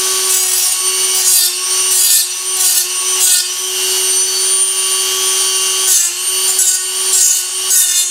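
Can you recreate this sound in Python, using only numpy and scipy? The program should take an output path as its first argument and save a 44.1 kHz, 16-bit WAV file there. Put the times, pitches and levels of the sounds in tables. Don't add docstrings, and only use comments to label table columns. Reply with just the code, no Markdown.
import sys
import numpy as np
from scipy import signal
from scipy.fft import rfft, irfft
from scipy.io import wavfile
from scipy.ndimage import uniform_filter1d, minimum_filter1d

SR = 44100
rng = np.random.default_rng(int(sys.argv[2]) if len(sys.argv) > 2 else 0)


def transcribe(u):
    v = np.clip(np.atleast_2d(u).T, -1, 1)
    q = np.round(v * 32767).astype(np.int16)
    wavfile.write(sys.argv[1], SR, q)


N = 357210
T = np.arange(N) / SR
MOVE_S = 4.5
MAINS_HZ = 50

# start/s, rise to hardest/s, length/s, load at touch/rps, at hardest/rps, at end/rps,
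# scrape at hardest/dB, swell before/dB, fade after/dB, frame ring/dB
BOUTS = [(0.287, 0.27, 0.44, 0.48, 9, 7.7, -6.5, 3.5, 5, -18),
         (1.137, 0.32, 0.35, 0.44, 23.2, 19, 5.5, 16, 15, -11.5),
         (1.9, 0.26, 0.32, 1.97, 29.4, 1.18, 9, 17, 7, -10),
         (2.556, 0.114, 0.26, 3.8, 13.6, 19.2, -5.5, 2.5, -9, -8.5),
         (3.195, 0.13, 0.21, 3.6, 22.5, 15.8, 4, 14, 2.5, -4.5),
         (5.868, 0.102, 0.217, 16, 53, 15.4, 7.5, 8.5, 1, -19.5),
         (6.473, 0.011, 0.037, 1.4, 0.98, 3.3, -5.5, -17, 1, -21),
         (6.578, 0.052, 0.192, 4.1, 11.1, 7, 1, -5, 2, -4.5),
         (7.123, 0.099, 0.29, 2.34, 14.2, 10.6, 5, 2, 3, -9.5),
         (7.696, 0.1, 0.34, 2.67, 26.8, 18.7, 10, 7.5, 5.5, -9)]
# f/Hz, level/dB
SCRAPE_FIRST = [(150, -51), (550, -39), (1500, -20), (3000, -13), (4600, -10.5), (6100, -7.5), (6700, -1),
                (7400, -2), (8100, 2), (9000, -1), (10600, -2), (12400, -5), (14000, -11.5), (15500, -8)]
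# f/Hz, level/dB
SCRAPE_SECOND = [(150, -34.5), (550, -67), (1500, -19.5), (3000, -27), (4600, -12), (5600, -11),
                 (6600, -2.5), (7700, -1), (8700, -6.5), (9400, -6.5), (10800, -8), (12300, -14.5),
                 (14000, -19), (15500, -18.5)]
# f/Hz, width/Hz, level at first spot/dB, at second spot/dB
FRAME_MODES = [(1491, 34, 2.5, 4), (1791, 37, -4, -21), (2200, 737, -11, -4), (2850, 180, -19, 4),
               (3610, 210, 6, 5.5), (4270, 260, 10.5, 0), (4742, 155, 12, -14)]
# t/s, speed/rps
FREE_RPS = [(0, 376.8), (1.1, 375.9), (3.1, 374), (4.15, 375), (4.5, 377.7), (5.8, 377.8), (8.1, 376.9)]
# t/s, level/dB
UNBALANCE_DB = [(0, -30), (3.4, -28.5), (3.95, -27), (4.7, -34), (5.2, -31), (5.8, -33), (6.4, -30),
                (7.1, -30), (8.1, -32)]
# t/s, level/dB
WHINE_LEVEL_DB = [(0, -16.5), (0.7, -24), (0.87, -15), (3.13, -14), (3.6, -20), (3.8, -21.5),
                  (4.221, -12.5), (4.37, -22), (4.46, -11), (4.64, -9.5), (5.03, -14.5), (5.09, -34),
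                  (5.28, -15), (5.86, -16.5), (6.12, -28), (6.25, -13), (8.1, -15)]
# t/s, order 3/dB, order 12/dB, order 16/dB, brush buzz/dB
TURNING_DB = [(0, -30, -30.5, -25.5, -25), (0.8, -31.5, -26, -23.5, -21), (1.6, -29.5, -25.5, -19.5, -21),
              (2.05, -31.5, -25, -16.5, -20.5), (3.57, -29, -35.5, -18, -18), (3.92, -44, -24, -28, -20),
              (4.15, -37, -26.5, -16, -23.5), (4.38, -38, -16.5, -22, -23), (4.68, -33.5, -32, -31, -20.5),
              (4.93, -33, -24, -27, -21), (5.32, -31, -35.5, -24, -21), (5.45, -31.5, -24, -23.5, -18),
              (5.9, -32.5, -27.5, -26, -21), (6.2, -34, -23.5, -28, -19), (7, -31.5, -24, -29, -19),
              (8.1, -32.5, -27, -32, -20)]
# order (multiple of shaft speed), level/dB
WEAK_ORDERS = [(4, -43), (6, -44), (13, -46), (15, -31.5), (17, -35), (20, -41.5), (23, -58), (25, -49),
               (27, -62), (28, -45.5), (31, -42), (32, -36), (33, -40), (34, -52), (35, -51), (40, -59),
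               (41, -63)]
# f/Hz, level/dB
AIR_SPECTRUM = [(25, -43), (65, -21.5), (170, -25), (300, -17), (540, -16.5), (850, -6.5), (1300, -9),
                (1700, -7), (2000, -9), (2450, -6), (4000, -2.5), (6000, 0.5), (9300, -3), (11500, -7),
                (13500, -13), (15500, -15.5)]
# t/s, level/dB
VENT_DB = [(0, -18), (1, -17), (2, -15.5), (3, -15.5), (3.6, -16), (3.9, -17), (4.3, -19), (4.7, -18),
           (5, -18.5), (5.3, -17), (5.8, -19), (6.4, -17), (7, -17), (8.1, -17)]
# f/Hz, T60/s
ROOM_T60_S = [(300, 0.96), (1500, 0.72), (4000, 0.65), (8000, 0.54), (15000, 0.15)]


def wheel(angle, strike=0.86, knock=0.8, harmonics=42, scrape_trim_db=-2.5, ring_trim_db=-2):
    scrape_db, ring_db, grit_share = contact()
    grain_share = 1 - grit_share
    blow = unit(np.sin((harmonics + 0.5) * angle) / (np.sin(angle / 2) + 1e-12) - 1)
    face = unit(wheel_face(angle) * np.exp(0.42 * np.cos(angle)))
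    bounce = amp(3 * drift(86))
    grains = unit(strike * blow + face) * bounce
    grit = unit(rng.standard_normal(N) * np.exp(0.6 * np.cos(angle)) * amp(drift(150)))
    force = np.sqrt(grain_share) * grains + np.sqrt(grit_share) * grit
    bending = disperse(force) * amp(2 * drift(16))
    scrape = np.where(T < MOVE_S, unit(colour(bending, SCRAPE_FIRST)), unit(colour(bending, SCRAPE_SECOND)))
    ring = frame_ring(grain_share ** 2 * (grains + knock * blow) + (0.33 + grit_share) * grit)
    steel = amp(scrape_db + scrape_trim_db) * scrape + amp(ring_db + ring_trim_db) * ring
    return on_steel(ramp_samples=200) * steel


def wheel_face(angle, wear_per_s=16, grains=96):
    age = T * wear_per_s
    rims = rng.standard_normal((int(age[-1]) + 2, grains))
    rims = signal.resample(rims, 8 * grains, axis=1)
    place = (angle / (2 * np.pi) % 1 * rims.shape[1]).astype(int)
    old, blend_rad = age.astype(int), age % 1 * np.pi / 2
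    return np.cos(blend_rad) * rims[old, place] + np.sin(blend_rad) * rims[old + 1, place]


def disperse(force, spread_s=0.0005, size=8192):
    delay_s = spread_s * (3 + unit(uniform_filter1d(rng.standard_normal(size // 2 + 1), size=70)))
    taps = irfft(np.exp(-2j * np.pi * np.cumsum(delay_s) * SR / size))
    return signal.oaconvolve(force, taps[:size // 8])[:N]


def frame_ring(force, highpass_hz=600):
    ring = np.zeros(N)
    for hz, width_hz, first_db, second_db in FRAME_MODES:
        mode = signal.lfilter(*signal.iirpeak(hz, hz / width_hz, SR), force)
        ring += amp(np.where(T < MOVE_S, first_db, second_db)) * mode
    return unit(signal.lfilter(*signal.butter(2, highpass_hz, "high", fs=SR), ring))


def contact(off_db=-38, loss_db_per_rps=0.2856, ease_db=-6, ring_ref_rps=10.1, half_grit_rps=105):
    hardest_db, swell_db, fade_db, frame_db = np.transpose(BOUTS)[6:]
    load_rps, sag_rps = braking()
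    scrape_db = over_bouts(hardest_db - swell_db, hardest_db, hardest_db - fade_db, off_db)
    scrape_db -= loss_db_per_rps * sag_rps
    ring_db = over_bouts(frame_db, frame_db, frame_db + ease_db, off_db)
    ring_db += 1.33 * 20 * np.log10((sag_rps + 1) / ring_ref_rps)
    return scrape_db, ring_db, load_rps / (load_rps + half_grit_rps)


def on_steel(ramp_samples=1300, lifted_db=-31):
    return uniform_filter1d(1.0 * (contact()[0] > lifted_db), size=ramp_samples)


def over_bouts(touch, hardest, end, lifted, attack_s=0.011, release_s=0.03):
    start_s, rise_s, length_s = np.transpose(BOUTS)[:3]
    end_s = start_s + length_s
    times_s = np.column_stack([start_s, start_s + attack_s, start_s + rise_s, end_s, end_s + release_s])
    rest = np.full(len(BOUTS), lifted)
    values = np.column_stack([rest, touch, hardest, end, rest])
    return np.interp(T, np.sort(times_s.ravel()), values.ravel())


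def braking(inertia_s=0.107):
    load_rps = np.maximum(over_bouts(*np.transpose(BOUTS)[3:6], 0), 0)
    return load_rps, lag(load_rps, inertia_s)


def shaft_rps():
    return curves(FREE_RPS)[0] - braking()[1]


def shaft_angle(flutter=0.0003):
    return 2 * np.pi * np.cumsum(shaft_rps() * (1 + flutter * drift(23.3))) / SR


def motor(angle, pressed_db=-2, slowed_db=-5, weak_slowed_db=-7, jitter_rad=0.092, shake_rad=0.093):
    bite, speed_rps, touching = amp(contact()[0]), shaft_rps(), on_steel()
    slowing = (speed_rps.max() - speed_rps) / np.ptp(speed_rps)
    drop_db = pressed_db * touching + slowed_db * slowing
    hum_db = curves(UNBALANCE_DB)[0] + 1.4 + drop_db + 4.3 * slowing * drift(18)
    tones = amp(hum_db) * room_node(speed_rps) * np.sin(angle)
    for order, db in zip((3, 12, 16, 24), curves(TURNING_DB)[:3] + curves(WHINE_LEVEL_DB)):
        waver_db = (1.7 + 4.1 * slowing) * drift(21.6)
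        rough_rad = (jitter_rad + shake_rad * bite) * drift(110)
        tones += amp(db + drop_db + waver_db) * np.sin(order * angle + rough_rad)
    flex_db = -37 - 1.6 * slowing + 3 * drift(5.4)
    tones += amp(flex_db) * touching * np.sin(2 * angle)
    for order, db in WEAK_ORDERS:
        tones += amp(db + weak_slowed_db * slowing + 4.5 * drift(1.1)) * np.sin(order * angle)
    return np.sqrt(2) * tones


def brushes(angle, bars=8, trim_db=-4.5, pressed_db=-3, swing_rad=2.36, rasp=0.081, octave_db=-10):
    surge_rad = 2 * np.pi * 2 * MAINS_HZ * T
    surge = np.exp(0.47 * (np.cos(surge_rad) + np.cos(2 * surge_rad) / 2))
    bar_rad = bars * angle + swing_rad * np.sin(surge_rad + 1.6 + 0.51 * drift(2.35))
    buzz = (1 + rasp * drift(400)) * np.sin(bar_rad) + rasp * drift(400) * np.cos(bar_rad)
    buzz += amp(octave_db) * drift(230) * np.sin(2 * bar_rad)
    level_db = curves(TURNING_DB)[3] + trim_db + pressed_db * on_steel() + 0.27 * drift(1.2)
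    return amp(level_db) * unit(surge * buzz)


def fan(angle, throb=0.25, flicker_db=0.62):
    air = rng.standard_normal(N) * (1 + throb * np.cos(angle) + 0.11 * np.cos(2 * angle))
    return amp(curves(VENT_DB)[0] + flicker_db * drift(5.7)) * unit(colour(air, AIR_SPECTRUM))


def workshop(x, gap_s=0.003, tail_samples=30000):
    taps = rng.standard_normal(tail_samples) * (np.arange(tail_samples) > gap_s * SR)
    hz, t_s, bands = signal.stft(taps, SR, nperseg=256)
    t60_s = spectrum_at(ROOM_T60_S, hz)[:, None]
    tail = signal.istft(bands * amp(-60 * t_s / t60_s) / np.sqrt(t60_s), SR, nperseg=256)[1]
    return signal.oaconvolve(x, tail / np.linalg.norm(tail))[:N]


def room_node(pitch_hz, node_hz=369, width_hz=1.9, depth_db=-20, lag_s=0.047):
    off_hz = np.interp(T - lag_s, T, pitch_hz) - node_hz
    return np.hypot(off_hz, amp(depth_db) * width_hz) / np.hypot(off_hz, width_hz)


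def mains_hum(second_db=-64, third_db=-69):
    mains_rad = 2 * np.pi * MAINS_HZ * T
    return np.sqrt(2) * (amp(second_db) * np.sin(2 * mains_rad) + amp(third_db) * np.sin(3 * mains_rad))


def amp(db):
    return 10 ** (np.asarray(db) / 20)


def unit(x):
    return x / np.sqrt(np.mean(abs(x) ** 2) + 1e-20)


def lag(x, tau_s):
    keep = np.exp(-1 / (tau_s * SR))
    return signal.lfilter([1 - keep], [1, -keep], x)


def curves(rows):
    t_s, *columns = np.transpose(rows)
    return [np.interp(T, t_s, column) for column in columns]


def spectrum_at(points, hz):
    points_hz, values = np.transpose(points)
    return np.interp(np.log(hz + 1), np.log(points_hz + 1), values)


def drift(rate_hz, size=8192, grid_hz=800):
    hz = np.fft.rfftfreq(size, 1 / grid_hz)
    slow = irfft(rfft(rng.standard_normal(size)) * np.exp(-(hz / rate_hz) ** 2))
    return np.interp(T, np.arange(size) / grid_hz, unit(slow))


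def colour(x, points):
    log_gain = np.log(amp(spectrum_at(points, abs(np.fft.fftfreq(2048, 1 / SR)))))
    taps = np.fft.ifft(np.exp(np.conj(signal.hilbert(log_gain)))).real
    return signal.oaconvolve(x, taps)[:N]


def scene(steel_send_db=-4, motor_send_db=-16, brush_send_db=-2):
    angle = shaft_angle()
    tones, buzz, steel = motor(angle), brushes(angle), wheel(angle)
    echoes = workshop(amp(steel_send_db) * steel + amp(motor_send_db) * tones + amp(brush_send_db) * buzz)
    mono = tones + buzz + steel + fan(angle) + echoes + mains_hum()
    return np.array([mono, mono])


def record(dry, threshold_db=-14, slope=0.7, attack_s=0.044, fall_db_per_s=34, trim_db=-0.01,
           ceiling=0.99, lowpass_hz=15720):
    power_db = 10 * np.log10(abs(uniform_filter1d(dry[0] ** 2, size=600)) + 1e-12)
    fall_db = fall_db_per_s * T
    held_db = np.maximum.accumulate(power_db + fall_db) - fall_db
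    duck_db = slope * lag(np.maximum(held_db - threshold_db, 0), attack_s)
    ducked = dry * amp(trim_db - duck_db)
    headroom = np.minimum(1, ceiling / (abs(ducked[0]) + 1e-9))
    limited = ducked * uniform_filter1d(minimum_filter1d(headroom, size=101), size=101)
    lowpass = signal.firwin(601, lowpass_hz, window=("kaiser", 9), fs=SR)
    return signal.oaconvolve(limited, lowpass[None], "same")


dry = scene()
out = record(dry)
transcribe(out)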